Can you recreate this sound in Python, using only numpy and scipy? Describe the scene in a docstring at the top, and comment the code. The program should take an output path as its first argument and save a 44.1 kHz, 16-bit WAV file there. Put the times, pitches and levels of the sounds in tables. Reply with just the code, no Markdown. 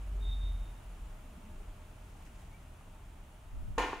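"""In a quiet room, a far-off motor drones and something squeals briefly, likely a brake in the street.
Meanwhile hands turn a full glass bottle: skin rubs and slides, fingertips tap and one squeaks.
Near the end an arm sweeps forward, pushing air, and sets the bottle into a tin box on a stone table.
It lands with a low clunk and rocks to rest; the tin rings and the room answers."""
import sys
import numpy as np
from scipy import signal
from scipy.fft import rfft, irfft
from scipy.io import wavfile
from scipy.ndimage import uniform_filter1d

SR = 44100
rng = np.random.default_rng(int(sys.argv[2]) if len(sys.argv) > 2 else 0)


def pcm_store(signal):
    """Save signal as 16-bit PCM."""
    levels = np.round(np.clip(np.atleast_2d(signal), -1, 1) * 32767)
    wavfile.write(sys.argv[1], SR, levels.astype(np.int16).T)


N = 176400
T = np.arange(N) / SR

# The bottle hits the tin. Each _db turns one part of the knock up or down.
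# start_s, thud_db, thud_hz, clunk_db, ring_db, crack_and_wash_db, brightness_hz
KNOCKS = [(3.7794, -31, 462, 1.5, 1.5, -7.5, 2300), (3.782, -30.5, 480, -19, 1, -1, 12000),
          (3.7982, -33, 508, -1, -20, -13, 1800), (3.822, -46, 466, -20, 1, -8, 4970),
          (3.8369, -49, 397, -3.5, -14, -15, 2500), (3.884, -45, 470, -14, -24, -13.5, 3500),
          (3.897, -44, 458, -9, -28, -22, 2400), (3.9303, -36, 402, -4, -10.5, -16, 2800)]
# How alike left and right are in the room (1 = the same): frequency_hz, likeness
ROOM_LIKENESS = [(30, 0.99), (200, 1), (450, 0.94), (700, 0.63), (2000, 0.35), (12000, 0.53)]


def bottle_in_tin():
    """Each knock gives a thud, a clunk, a crack and a wash, duller when the contact is soft."""
    # The short tones of the loaded box: pitch_hz, relative_db, fade_s (time to drop 60 dB)
    clunk_tones = [(294, -39, 0.082), (370, -39, 0.1), (806, -29, 0.032), (930, -23, 0.031),
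                   (1057, -21, 0.022), (1340, -29, .013), (1630, -25.5, 0.016), (2640, -36, 0.024),
                   (6800, -35, 0.017), (9060, -39, .025)]
    thud_fade_s = 0.073
    out = np.zeros((2, N + SR))
    for start_s, thud_db, thud_hz, clunk_db, _, crack_and_wash_db, brightness_hz in KNOCKS:
        thud = struck([(thud_hz, thud_db, thud_fade_s)])
        clunk = from_db(clunk_db) * struck(clunk_tones)
        knock = thud + clunk + from_db(crack_and_wash_db) * (crack() + wash())
        soft = np.exp(-2 * np.pi * brightness_hz / SR)
        dulled = signal.lfilter([(1 - soft) ** 2], [1, -2 * soft, soft ** 2], knock)
        i = int(start_s * SR)
        out[:, i:i + SR] += dulled
    return out[:, :N]


def tin_walls():
    """Every knock feeds energy into the tin's walls and lid, which ring as it drains away."""
    # The tones of the freely ringing tin: pitch_hz, relative_db, fade_s
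    tin_tones = [(294, -5, .55), (442, -7, .4), (497, -4, .5), (684, -9, .6), (787, -9, .4), (862, -1, .4),
                 (876, -3, .45), (959, -6, .6), (1017, -3, .35), (1049, -7, .45), (1411, -7, .55),
                 (1429, -5, .55), (1803, -2.5, .42), (1834, -10, .5), (2057, -12, .55), (2407, -6, .42),
                 (2750, -11, .3), (2904, -9, .4), (3422, -17, .45), (4170, -19, .25), (6620, -13, .16),
                 (6840, -16, .2)]
    tin_db, pan_spread_db = -42.5, 2.5
    start_s, _, _, _, ring_db, _, _ = np.transpose(KNOCKS)
    blows, out = np.zeros(N), 0
    blows[(start_s * SR).astype(int)] = from_db(ring_db) ** 2
    for pitch_hz, relative_db, fade_s in tin_tones:
        kept_per_sample = from_db(-60 / (fade_s * SR)) ** 2
        energy = signal.lfilter([1], [1, -kept_per_sample], blows)
        strength = uniform_filter1d(np.sqrt(energy), size=64)
        pan = from_db(pan_spread_db * rng.standard_normal() * np.array([[1], [-1]]))
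        tone = np.sin(2 * np.pi * (pitch_hz * T + rng.random()))
        out = out + from_db(tin_db + relative_db) * pan * strength * tone
    return out


def crack():
    """Glass meets metal with a very short burst of bright noise."""
    # The crack's tone colour: frequency_hz, relative_db
    colour = [(500, -31), (2500, 6), (3500, -4), (4200, -3), (5500, -16), (6700, 7), (7800, -22),
              (9200, -2), (10000, -31), (11500, -15), (15500, -28)]
    # How alike left and right are: frequency_hz, likeness
    likeness = [(1000, 0.57), (5000, 0.076)]
    crack_db, fade_s = -28, 0.014
    return from_db(crack_db - 60 * T[:SR] / fade_s) * stereo_noise(colour, likeness, size=SR)


def wash():
    """Countless weak tin tones and room echoes blur into noise that fades band by band."""
    # The wash's tone colour: frequency_hz, relative_db
    colour = [(120, -40), (200, -14), (280, -2), (470, -3), (600, -9.5), (720, -1.5), (1000, 1),
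              (1300, -6.5), (2000, -6), (2850, -6.5), (3400, -13.5), (5200, -18), (6800, -18.5),
              (8500, -23.5), (11000, -24.5), (15500, -32)]
    # How long it takes to die away: frequency_hz, fade_s
    fade_times = [(250, 0.6), (1000, 0.67), (3000, 0.8), (6000, 0.7), (14000, 0.45)]
    # How alike left and right are: frequency_hz, likeness
    likeness = [(250, 0.97), (700, 1), (1400, 0.76), (2800, 0.65), (5000, 0.43), (12000, 0.31)]
    wash_db, build_up_s = -34.5, 0.0011
    t, frequency_hz = T[:SR], np.arange(SR // 2 + 1)
    spectrum = rfft(stereo_noise(colour, likeness, size=SR))
    centres_hz = np.geomspace(200, 14000, 7)
    out = 0
    for hz, share in zip(centres_hz, np.eye(len(centres_hz))):
        band_shape = at_hz(list(zip(centres_hz, share)), frequency_hz)
        band = irfft(spectrum * band_shape, SR)
        out = out + band * from_db(-60 * t / at_hz(fade_times, hz))
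    return from_db(wash_db) * out * (1 - np.exp(-t / build_up_s))


def arm_waft():
    """The sweeping arm wafts air over the microphone, making a low, lumpy noise."""
    # The rise and fall of the puff: time_s, level_db
    loudness = [(3.459, -62), (3.56, -40), (3.7, -36), (3.76, -43.5), (3.82, -53), (4.0, -56)]
    # Its tone colour: frequency_hz, relative_db
    colour = [(15, -4.5), (40, 2.5), (80, -9.5), (130, -22), (220, -25.5), (450, -49), (1500, -66)]
    # How alike left and right are: frequency_hz, likeness
    likeness = [(20, .15), (300, 0.69)]
    return level(*np.transpose(loudness)) * stereo_noise(colour, likeness, size=N)


def skin_rubs():
    """Skin rubs on the turning glass with faint, wavering, raspy tones."""
    # One rub a row: start_s, length_s, start_hz, end_hz, level_db
    rubs = [(0.12, 0.17, 401, 410, -59.5), (1.15, 0.52, 247, 196.4, -58.5), (1.482, 0.19, 324, 429, -66.5),
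            (2.3, 0.43, 128, 138.5, -61.5), (2.739, 0.12, 180, 176, -64.5), (3.158, 0.13, 178, 185, -65)]
    waver, rasp_db = 0.0356, -4
    out = np.zeros(N)
    for start_s, length_s, start_hz, end_hz, level_db in rubs:
        glide = np.interp(T, [start_s, start_s + length_s], [start_hz, end_hz])
        pitch = glide * (1 + waver * drift(14.9))
        tone = sine(pitch) + from_db(rasp_db) * narrow_noise(pitch, width_hz=29)
        out += from_db(level_db) * swell(start_s, length_s) * rms_one(tone)
    return out


def hand_bumps():
    """The moving hands make low bumps of unsteady pitch."""
    # One bump a row: start_s, length_s, pitch_hz, level_db
    bumps = [(0.849, .11, 42.33, -42.5), (0.98, 0.13, 44.5, -44), (1.614, 0.14, 32, -43.5),
             (3.744, 0.12, 37.85, -38.5)]
    out = np.zeros(N)
    for start_s, length_s, pitch_hz, level_db in bumps:
        tone = sine(pitch_hz * (1 + 0.146 * drift(22.4)))
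        out += from_db(level_db) * swell(start_s, length_s) * tone
    return out


def finger_taps():
    """Fingertips land softly on the glass, and the holding hand stops it ringing."""
    # One tap a row: start_s, strength_db
    taps = [(2.15, -56), (2.422, -58), (2.66, -62), (2.808, -55.5), (3.17, -61)]
    # The tones of the held bottle: pitch_hz, relative_db, fade_s
    bottle_tones = [(783, -3, .1), (1224, -7, 0.1)]
    out = np.zeros(N)
    for start_s, strength_db in taps:
        i = int(start_s * SR)
        out[i:i + SR] += from_db(strength_db) * struck(bottle_tones)[:N - i]
    return out


def finger_squeak():
    """One fingertip slips on the glass with a short rising squeak."""
    # The course of the squeak: time_s, pitch_hz, level_db
    squeak = [(2.515, 2176, -76), (2.532, 2200, -70), (2.547, 2330, -62), (2.565, 2290, -70),
              (2.61, 2320, -84)]
    rasp_db = -8
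    time_s, pitch_hz, level_db = np.transpose(squeak)
    pitch = np.interp(T, time_s, pitch_hz)
    tone = sine(pitch) + from_db(rasp_db) * narrow_noise(pitch, width_hz=50)
    return level(time_s, level_db) * tone


def finger_slides():
    """Dry skin brushes unevenly over the glass as the fingers find a new grip."""
    # One slide a row: start_s, length_s, level_db
    slides = [(1.88, 0.83, -68.5), (2.723, 0.15, -87)]
    # The tone colour of brushing skin: frequency_hz, relative_db
    colour = [(200, 1), (800, -3), (2000, -1.5), (4000, -12), (7000, -9), (15000, -22)]
    strokes = sum(from_db(db) * swell(start_s, length_s) for start_s, length_s, db in slides)
    grain = from_db(3 * drift(40))
    return strokes * grain * stereo_noise(colour, ROOM_LIKENESS, size=N)


def distant_motor():
    """A far-off motor drones and rumbles while its pitch sinks."""
    # The course of the drone: time_s, pitch_hz, level_db
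    drone = [(0, 50, -44), (.12, 48.35, -35), (.25, 45.6, -33.5), (.42, 45.75, -34.5), (.57, 43.23, -35),
             (.68, 42.7, -43), (.8, 43.3, -52)]
    # The rumble's tone colour: frequency_hz, relative_db
    colour = [(20, -15), (70, 7), (110, -7.5), (160, -16), (300, -29), (700, -48)]
    rumble_db = -12.5
    time_s, pitch_hz, level_db = np.transpose(drone)
    pitch = np.interp(T, time_s, pitch_hz)
    rumble = from_db(rumble_db) * stereo_noise(colour, ROOM_LIKENESS, size=N)
    rumble = signal.sosfilt(signal.butter(2, 600, fs=SR, output="sos"), rumble)
    wobble = from_db(0.77 * drift(6.9))
    return level(time_s, level_db) * wobble * (sine(pitch) + rumble)


def distant_squeal():
    """A thin, slightly raspy squeal, likely a brake, swells and fades."""
    # The rise and fall of the squeal: time_s, level_db
    loudness = [(.19, -84), (0.227, -57.5), (.34, -52), (.39, -62.5), (.445, -57.5), (0.504, -59.5),
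                (.545, -68.5), (0.661, -71), (.74, -79), (0.8, -80)]
    pitch_hz, waver_hz, rasp_db, flutter_db = 3679, 6.9, -8, 1.2
    tone = sine(pitch_hz + waver_hz * drift(40))
    rasp = from_db(rasp_db) * narrow_noise(pitch_hz, width_hz=140)
    flutter = from_db(flutter_db * drift(60))
    return level(*np.transpose(loudness)) * flutter * (tone + rasp)


def room():
    """The room's rumble and hiss slowly ease off, while appliances hum faintly."""
    # The background's tone colour: frequency_hz, relative_db
    colour = [(15, -26.5), (27, 3.5), (42, -4.5), (75, -6), (100, -10.5), (148, -18.5), (183, -20.5),
              (280, -23), (400, -27.5), (540, -30.5), (615, -26), (690, -26.5), (880, -28), (1400, -30.5),
              (1800, -35.5), (2800, -35), (4200, -44.5), (5200, -46.5), (7000, -43), (8800, -45.5),
              (9350, -40.5), (10000, -56), (10700, -40.5), (11700, -54), (14000, -47), (15500, -53.5)]
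    # The appliance tones: pitch_hz, level_db, likeness
    hum_tones = [(178.9, -69.5, 0.97), (614.6, -72.5, 0.05), (887, -77, 0.91), (10700, -86.5, .5)]
    midway_db, change_db_per_s, hum_width_hz = -49.5, -0.92, 2.9
    easing = from_db(midway_db + change_db_per_s * (T - T.mean()))
    out = easing * stereo_noise(colour, ROOM_LIKENESS, size=N)
    for pitch_hz, level_db, likeness in hum_tones:
        hum = pair(narrow_noise(pitch_hz, hum_width_hz), narrow_noise(pitch_hz, hum_width_hz), likeness)
        out += from_db(level_db) * hum
    return out


def struck(tones):
    """A knocked object answers with tones that die quickly: pitch_hz, level_db, fade_s."""
    t, contact_s = T[:SR], 0.0008
    ringing = 0
    for pitch_hz, level_db, fade_s in tones:
        fade = from_db(level_db + rng.normal(0, 1) - 60 * t / fade_s)
        ringing = ringing + fade * np.sin(2 * np.pi * pitch_hz * t)
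    return -ringing * (1 - np.exp(-t / contact_s))


def from_db(db):
    """Turn decibels into a number to multiply by."""
    return 10 ** (np.asarray(db) / 20)


def rms_one(x):
    """Scale a signal so its average strength (rms) is 1."""
    return x / np.sqrt(np.mean(x ** 2) + 1e-20)


def at_hz(points, hz):
    """Read between the rows of a frequency table, giving each octave equal room."""
    frequency_hz, value = np.transpose(points)
    return np.interp(np.log(hz + 1e-6), np.log(frequency_hz), value)


def level(time_s, level_db):
    """Loudness that follows the given points and is silent outside them."""
    return from_db(np.interp(T, time_s, level_db, left=-np.inf, right=-np.inf))


def swell(start_s, length_s):
    """A rounded rise and fall."""
    return np.sin(np.pi * np.clip((T - start_s) / length_s, 0, 1))


def drift(rate_hz):
    """A smooth random wander of strength 1 that moves at about this rate."""
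    frequency_hz = np.arange(N // 2 + 1) * SR / N
    spectrum = rfft(rng.standard_normal(N))
    return rms_one(irfft(spectrum / (1 + (frequency_hz / rate_hz) ** 2), N))


def sine(pitch_hz):
    """A pure tone of strength 1 that follows a pitch curve."""
    return np.sqrt(2) * np.sin(2 * np.pi * np.cumsum(pitch_hz + 0 * T) / SR)


def narrow_noise(pitch_hz, width_hz):
    """Noise so narrow that it sounds like an unsteady tone."""
    phase = 2 * np.pi * np.cumsum(pitch_hz + 0 * T) / SR
    return drift(width_hz) * np.cos(phase) + drift(width_hz) * np.sin(phase)


def pair(a, b, likeness):
    """Mix two unrelated signals into a left and a right with this likeness."""
    likeness = np.clip(likeness, 0, 1)
    return np.sqrt((1 + likeness) / 2) * a + np.sqrt((1 - likeness) / 2) * b * [[1], [-1]]


def stereo_noise(colour, likeness, size):
    """Noise of strength 1 with this tone colour, partly alike on left and right."""
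    frequency_hz = np.arange(size // 2 + 1) * SR / size
    spectra = pair(*rfft(rng.standard_normal((2, size))), at_hz(likeness, frequency_hz))
    return rms_one(irfft(spectra * from_db(at_hz(colour, frequency_hz)), size))


def scene():
    """Add up the landing, the hands and the background."""
    landing = bottle_in_tin() + tin_walls()
    hands = skin_rubs() + hand_bumps() + finger_slides() + finger_squeak() + finger_taps()
    return landing + hands + arm_waft() + distant_motor() + distant_squeal() + room()


def record(dry):
    """Cut away the very highest treble steeply."""
    cutoff_hz = 15700
    return signal.sosfilt(signal.ellip(12, .1, 90, cutoff_hz, fs=SR, output="sos"), dry)


dry = scene()
out = record(dry)
pcm_store(out)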